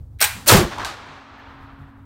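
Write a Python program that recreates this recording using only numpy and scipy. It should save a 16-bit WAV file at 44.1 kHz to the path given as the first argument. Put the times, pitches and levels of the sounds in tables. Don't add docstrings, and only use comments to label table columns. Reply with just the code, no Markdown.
import sys
import numpy as np
from scipy import signal
from scipy.fft import rfft, irfft, next_fast_len
from scipy.io import wavfile
from scipy.ndimage import uniform_filter1d

SR = 44100
rng = np.random.default_rng(int(sys.argv[2]) if len(sys.argv) > 2 else 0)


def int16_out(signal):
    q = np.round(np.clip(np.atleast_2d(signal).T, -1, 1) * 32767)
    wavfile.write(sys.argv[1], SR, q.astype(np.int16))


def attenuation_scalar(level_db):
    decades = np.asarray(level_db, float) / 20
    return 10 ** decades


N = 90404
T = np.arange(N) / SR
SEAR_S, PUFF_S = 0.1938, 0.345

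CENTRES = np.geomspace(30, 17000, num=14)


def evened(x):
    return x / np.sqrt(np.mean(x ** 2) + 1e-20)


def read(points, hz):
    f, value = np.transpose(points)
    return np.interp(np.log(hz + 1), np.log(f + 1), value)


def per_band(points):
    return np.abs(read(points, CENTRES))[:, None] + 1e-4


def noise(colour, envelope=None):
    size = next_fast_len(N)
    hz = np.fft.rfftfreq(size, 1 / SR)
    spectrum = rfft(rng.standard_normal(size)) * attenuation_scalar(read(colour, hz))
    whole = irfft(spectrum, size)[:N]
    if envelope is None:
        return evened(whole)
    index = np.arange(len(CENTRES))
    place = np.interp(np.log(hz + 1), np.log(CENTRES), index)
    share = np.clip(1 - abs(place - index[:, None]), 0, 1)
    bands = irfft(share * spectrum, size)[:, :N]
    return (bands * envelope).sum(0) / np.std(whole)


def shape(t, rise, hold, t60):
    attack = np.clip(t / rise, 0, 1) ** 2
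    return attack * np.exp(-np.log(1000) * np.clip(t - rise - hold, 0, None) / t60)


def flutter(depth_db, rate_hz):
    width = int(SR / rate_hz)
    smooth = uniform_filter1d(uniform_filter1d(rng.standard_normal(N), width), width)
    return attenuation_scalar(depth_db * evened(smooth))


def resonate(x, hz, width):
    turn = np.exp(2j * np.pi * hz * T)
    r = np.exp(-np.pi * width / SR)
    return 2 * (turn * signal.lfilter([1 - r], [1, -r], x / turn)).real


def swell(s, hz, db, length):
    window = np.sin(np.pi * np.clip((T - s) / length, 0, 1))
    return attenuation_scalar(db) * window * np.sqrt(2) * np.sin(2 * np.pi * hz * (T - s))


def ping(s, hz, db, t60):
    return attenuation_scalar(db) * shape(T - s, 0.00046, 0, t60) * np.sqrt(2) * np.sin(2 * np.pi * hz * (T - s))


def clicks(rows, colour):
    train = np.zeros(N)
    for s, db, *_ in rows:
        train[round(s * SR)] = attenuation_scalar(db)
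    spectrum = attenuation_scalar(read(colour, np.fft.rfftfreq(256, 1 / SR))) * np.exp(-.9j)
    pulse = np.roll(irfft(spectrum, 256), 128) * np.hanning(256)
    return signal.oaconvolve(train, pulse / abs(pulse).max(), "same")


# (frequency [Hz], density [dB per Hz])
BLAST_COLOUR = [(30, -21), (110, -10), (350, -2), (700, -3.5), (1350, -4), (2500, -9), (5000, -8),
                (11000, -9), (15500, -12)]
# (frequency [Hz], rise [s])
BLAST_RISE = [(60, 0.026), (150, .06), (350, 0.037), (600, 0.028), (1300, 0.031), (4000, 0.02),
              (14000, 0.009)]
# (frequency [Hz], rate [dB/s])
BLAST_DECAY = [(60, 4), (300, 5), (1000, 19), (4000, 54.5), (14000, 113)]
# (frequency [Hz], curvature [dB/s^2])
BLAST_STEEPENING = [(60, 610), (1000, 694), (8000, 520), (15000, 610)]


def blast():
    start_s, level_db = 0.4694, -4.5
    rise = per_band(BLAST_RISE)
    wobble = flutter(1.4, 300)
    patches = np.array([np.roll(wobble, 1500 * (band // 2)) for band in range(len(CENTRES))])
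    after = np.clip(T - start_s - rise, 0, 1)
    attack = np.clip((T - start_s) / rise, 0, 1) ** 1.5
    decay = attenuation_scalar(-per_band(BLAST_DECAY) * after - per_band(BLAST_STEEPENING) * after ** 2)
    crackle = flutter(1, 2500)
    return attenuation_scalar(level_db) * noise(BLAST_COLOUR, attack * decay * patches) * crackle


# (time [s], frequency [Hz], level [dB], length [s])
WALL_BOOMS = [(.515, 108.3, -8.5, 0.041), (0.524, 226.4, -19.5, 0.036), (0.541, 187, -8.5, 0.024),
              (0.538, 42, -21, 0.061), (0.545, 386, -16, 0.035), (.566, 155, -15, 0.036),
              (0.571, 79.5, -17, 0.045), (0.59, 347, -14.5, 0.015), (0.604, 352, -17.5, 0.029),
              (.592, 98, -14.5, 0.028), (0.61, 208.6, -23.5, 0.039), (0.632, 55.6, -25, 0.037),
              (0.642, 354.6, -32.5, 0.059)]
# (time [s], frequency [Hz], level [dB], length [s])
PANEL_MODES = [(.468, 600, -23.5, 0.035), (.488, 800, -22.5, 0.01), (.497, 1280, -14.5, 0.017),
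               (.496, 1420, -19.5, 0.01), (.480, 4300, -16, 0.023), (.477, 9000, -16.5, .014),
               (.512, 630, -17, 0.02), (.518, 860, -18.5, 0.033), (.536, 530, -17, 0.019),
               (.540, 1270, -22, 0.024), (.564, 1120, -24, 0.027)]


def shed_walls():
    return sum(swell(*row) for row in WALL_BOOMS + PANEL_MODES)


# (time [s], level [dB], t60 [s])
LOCK_KNOCKS = [
    (0.1878, -53, 0.12),
    (0.2049, -21, 0.035),
    (0.2123, -15.5, 0.035),
    (0.2143, -18.5, 0.082),
    (0.2237, -12, 0.025),
    (0.2276, -18, 0.08),
    (0.2408, -16.5, 0.034),
    (0.2454, -22, 0.17),
]
# (frequency [Hz], density [dB per Hz])
CLATTER_COLOUR = [(150, -36.5), (450, -12), (800, -15.5), (1600, -5), (2600, -5.5), (5000, -6.5),
                  (8500, -7.5), (15200, -6), (16400, -21.5)]
# (frequency [Hz], bandwidth [Hz], level [dB])
STEEL_MODES = [(788, 100, -6.5), (1590, 180, -6), (2350, 350, -2.5), (3914, 330, -1), (5630, 130, 0.5),
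               (8760, 200, 2), (9050, 250, -1.5), (13700, 300, -4), (15130, 180, -17.5)]
# (time [s], frequency [Hz], level [dB], t60 [s])
PART_PINGS = [(.2046, 14600, -26, .02), (.2046, 1880, -41, .03), (0.214, 8900, -17, 0.024),
              (0.2148, 5550, -12.5, 0.023), (.2135, 815, -26.5, 0.1), (0.215, 1485, -18.5, 0.052),
              (.219, 2228, -22, 0.087), (.2238, 8250, -10, 0.03), (.2238, 15400, -20, .03),
              (.2238, 12300, -19.5, .03), (.225, 1590, -16, 0.032), (0.229, 4020, -22.5, .04),
              (0.2403, 7900, -16.5, .05), (0.2429, 9150, -17.5, .04), (0.243, 2434, -21, 0.052),
              (.236, 842, -26, 0.14), (0.253, 1600, -29, 0.17), (0.27, 4070, -30, 0.05),
              (.275, 8950, -30, .03), (.310, 2400, -35.5, 0.17)]
# (time [s], frequency [Hz], level [dB], length [s])
STOCK_THUD = (.2115, 640, -26, .011)
# (frequency [Hz], density [dB per Hz])
SHED_COLOUR = [(150, -35.5), (480, -19), (800, -2.5), (1600, 0), (2400, 2.5), (3300, -5.5), (6500, -9),
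               (8800, -6), (15500, -12)]
# (frequency [Hz], t60 [s])
SHED_DECAY = [(300, 0.49), (1000, 0.66), (2500, 0.43), (5000, 0.69), (14000, 0.4)]


def lock():
    rattle = noise(CLATTER_COLOUR)
    steel = 0
    for hz, width, db in STEEL_MODES:
        even_drive = np.sqrt(width) * attenuation_scalar(read(CLATTER_COLOUR, hz))
        steel = steel + attenuation_scalar(db) * resonate(rattle, hz, width) / even_drive
    knocks = 0
    for s, db, t60 in LOCK_KNOCKS:
        tick = attenuation_scalar(-2.5) * shape(T - s, 0.0001, 0, 0.0016)
        knocks = knocks + attenuation_scalar(db) * (shape(T - s, 0.00049, 0, t60) + tick)
    struck = knocks * (rattle + attenuation_scalar(-7) * evened(steel))
    flint = clicks([(LOCK_KNOCKS[2][0], -1)], CLATTER_COLOUR)
    scrape = evened(resonate(resonate(rattle, 2260, 1600), 2260, 1500))
    sear = attenuation_scalar(-37.5) * shape(T - SEAR_S, 0.0019, 0.019, 0.036) * scrape
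    pings = sum(ping(*row) for row in PART_PINGS)
    shed = attenuation_scalar(-22) * noise(SHED_COLOUR, shape(T - 0.214, 0.012, 0.01, per_band(SHED_DECAY)))
    return struck + flint + sear + pings + swell(*STOCK_THUD) + shed


# (frequency [Hz], density [dB per Hz])
PUFF_COLOUR = [(100, -7), (220, 14), (350, -1.5), (600, -5), (2000, -24.5), (16000, -41.5)]
# (time [s], level [dB])
TOUCH_HOLE_SPITS = [(0.461, -30), (.4640, -32), (0.4679, -21.5), (.4700, -27.5), (0.4741, -21)]


def priming():
    puff = attenuation_scalar(-41.5) * noise(PUFF_COLOUR) * shape(T - PUFF_S, 0.023, 0.022, 0.53)
    spits = sum(attenuation_scalar(db) * shape(T - s, 0.00033, 0.00067, 0.025) for s, db in TOUCH_HOLE_SPITS)
    return puff + spits * noise([(100, 0.5), (1000, -3.5), (16500, -10.5)])


# (time [s], level [dB], t60 [s])
BAFFLE_SLAPS = [
    (.7842, -21, .03),
    (.8090, -30, .03),
    (.8482, -9, .04),
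    (.8540, -23, .02),
    (.8652, -19, .04),
    (1.0745, -46, .04),
    (1.1300, -52, .02),
]
# (frequency [Hz], density [dB per Hz])
SLAP_COLOUR = [(300, -32.5), (1200, -17), (2500, 7.5), (5000, 6.5), (12000, -5), (16500, -20)]
# (frequency [Hz], t60 [s])
SLAP_DECAY = [(1000, 0.53), (4000, 0.36), (14000, 0.23)]


def baffle_slaps():
    envelope = 0
    for s, db, t60 in BAFFLE_SLAPS:
        burst = shape(T - s, 0.00012, 0.00024, 0.0062)
        tail = 0.22 * shape(T - s, 0.00068, 0, t60)
        envelope = envelope + attenuation_scalar(db - 15) * (burst + tail)
    spray = envelope * noise(SLAP_COLOUR)
    ring = attenuation_scalar(-30.5) * noise(SLAP_COLOUR, shape(T - BAFFLE_SLAPS[2][0], 0.0037, 0, per_band(SLAP_DECAY)))
    return clicks(BAFFLE_SLAPS, SLAP_COLOUR) + spray + ring


# (time [s], level [dB], hold [s], t60 [s])
BANK_RETURNS = [(0.712, -33.5, 0.022, 0.38), (0.78, -35, 0.02, 0.26), (0.796, -35, 0.017, 0.21),
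                (0.83, -36, 0.0044, 0.064), (0.853, -36, 0.066, 0.37)]
# (frequency [Hz], density [dB per Hz])
BANK_COLOUR = [(150, -15), (300, -7.5), (500, -8.5), (800, -2.5), (1100, -2.5), (1600, -4), (2200, -11.5),
               (5360, -18.5), (16400, -47)]
# (time [s], frequency [Hz], level [dB], length [s])
HOLLOW_KNOCKS = [(0.72, 1110, -34, 0.014), (.778, 900, -28, 0.0055), (0.7853, 962, -24, 0.0049),
                 (0.792, 1010, -30, 0.014), (0.817, 1170, -33, 0.0044), (.825, 733, -35, 0.013),
                 (.833, 1050, -27, 0.012), (0.844, 1570, -30, 0.02), (0.848, 924, -32, 0.011),
                 (0.855, 747, -35, 0.015), (0.886, 1263, -34.5, 0.02), (.895, 1640, -42, 0.016),
                 (0.914, 820, -38, 0.0085)]


def earth_banks():
    returns = sum(attenuation_scalar(db) * shape(T - s, 0.0023, hold, t60) for s, db, hold, t60 in BANK_RETURNS)
    knocks = sum(swell(*row) for row in HOLLOW_KNOCKS)
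    return returns * noise(BANK_COLOUR) * flutter(2.2, 237) + knocks


# (time [s], level [dB])
ROLL_LEVEL = [(.55, -82), (.68, -38), (.95, -41.5), (1.02, -39.5), (1.15, -41.5), (1.28, -43), (1.5, -42.5),
              (1.65, -43.5), (1.85, -48), (2.05, -53)]
# (frequency [Hz], density [dB per Hz])
VALLEY_COLOUR = [(100, -21.5), (250, -4), (500, -8.5), (800, -2.5), (1250, -2), (2000, -8.5), (3350, -13),
                 (6030, -21), (16400, -51)]
# (frequency [Hz], rate [dB/s])
AIR_LOSS = [(300, 12.5), (1200, -5), (2500, 9), (5000, 14.5), (10000, 39), (16000, 58)]


def valley_roll():
    roll = noise(VALLEY_COLOUR, attenuation_scalar(-per_band(AIR_LOSS) * (T - 0.9692)))
    level = attenuation_scalar(np.interp(T, *np.transpose(ROLL_LEVEL))) * (T > ROLL_LEVEL[0][0])
    return roll * level * flutter(0.8, 40)


# (frequency [Hz], density [dB per Hz])
WIND_COLOUR = [(20, -19.5), (45, -8), (94, -1), (130, -7.5), (174, -25.5), (230, -17), (300, -24.5),
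               (1200, -44), (2500, -58.5)]
# (time [s], level [dB])
GUST_LEVEL = [(0, -35), (.32, -39.5), (.4, -39), (.69, -39.5), (.85, -39.5), (1.0, -48), (1.29, -54.5),
              (1.46, -46.5), (1.6, -40.5), (1.77, -44.5), (2.05, -41.5)]
# (frequency [Hz], level [dB])
CALM_LOSS = [(100, -1), (170, -3), (300, -9), (1200, -5)]
# (time [s], frequency [Hz], level [dB], length [s])
BOARD_MOANS = [(0.45, 105, -41, .09), (1.07, 148, -49, 0.08), (1.76, 142, -43.5, 0.12),
               (0.96, 230, -60, 0.78), (1.85, 228, -56, .2), (.62, 155, -33, .07)]


def wind():
    calm = attenuation_scalar(-per_band(CALM_LOSS) * (T < PUFF_S))
    gusts = attenuation_scalar(-0.5 + np.interp(T, *np.transpose(GUST_LEVEL)))
    moans = sum(swell(*row) for row in BOARD_MOANS)
    return gusts * noise(WIND_COLOUR, calm) * flutter(2.5, 23) + moans


# (frequency [Hz], density [dB per Hz])
CLOTH_COLOUR = [(1000, -35), (1850, 11), (2500, -34), (9000, -40), (13000, -27), (16000, -30)]


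def creak_and_rustle():
    creak = attenuation_scalar(-57 - 60 * T / 0.025) * noise([(200, 1), (1000, -5), (4000, -15), (16000, -50)])
    rustle = attenuation_scalar(-50) * noise(CLOTH_COLOUR) * shape(T - 1.378, 0.0037, 0.016, 0.082)
    return creak + rustle


def hum():
    fade = attenuation_scalar(np.interp(T, [0.9, 1.05, 1.6], [-40, -6, 0]))
    return attenuation_scalar(-50) * np.sqrt(2) * np.sin(2 * np.pi * 274 * T) * fade


# (frequency [Hz], density [dB per Hz])
HISS_COLOUR = [(1000, -2), (8000, -0.5), (13000, 0), (16500, -5)]


def hiss():
    return attenuation_scalar(-82 - 7 * (T < SEAR_S)) * noise(HISS_COLOUR) * flutter(0.8, 20)


# (frequency [Hz], level [dB])
CAPSULE = [(3300, -0.5), (4200, 0), (5100, -2.5), (9200, -1.3), (10400, -5), (12000, -1.5)]


def scene():
    shot = blast() + shed_walls() + lock() + priming()
    echoes = baffle_slaps() + earth_banks() + valley_roll()
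    mix = shot + echoes + wind() + creak_and_rustle() + hum() + hiss()
    return irfft(rfft(mix) * attenuation_scalar(read(CAPSULE, np.fft.rfftfreq(N, 1 / SR))), N)[None]


def top_cut(x):
    return signal.sosfilt(signal.butter(12, 16590, fs=SR, output="sos"), x)


def record(dry):
    threshold_db, ratio, release_db_per_s, ceiling = -2, 4.1, 295.5, 1.06
    power_db = 10 * np.log10(abs(uniform_filter1d(dry[0] ** 2, 130)) + 1e-12)
    fall = T * release_db_per_s
    held_db = np.maximum.accumulate(power_db + fall) - fall
    over_db = np.maximum(held_db - threshold_db, 0)
    limited = dry / attenuation_scalar((1 - 1 / ratio) * uniform_filter1d(over_db, 90))
    rounded = ceiling * np.tanh(limited / ceiling)
    finished = signal.oaconvolve(rounded, signal.firwin(255, 15950, fs=SR)[None], "same")
    return top_cut(finished)


dry = scene()
out = record(dry)
int16_out(out)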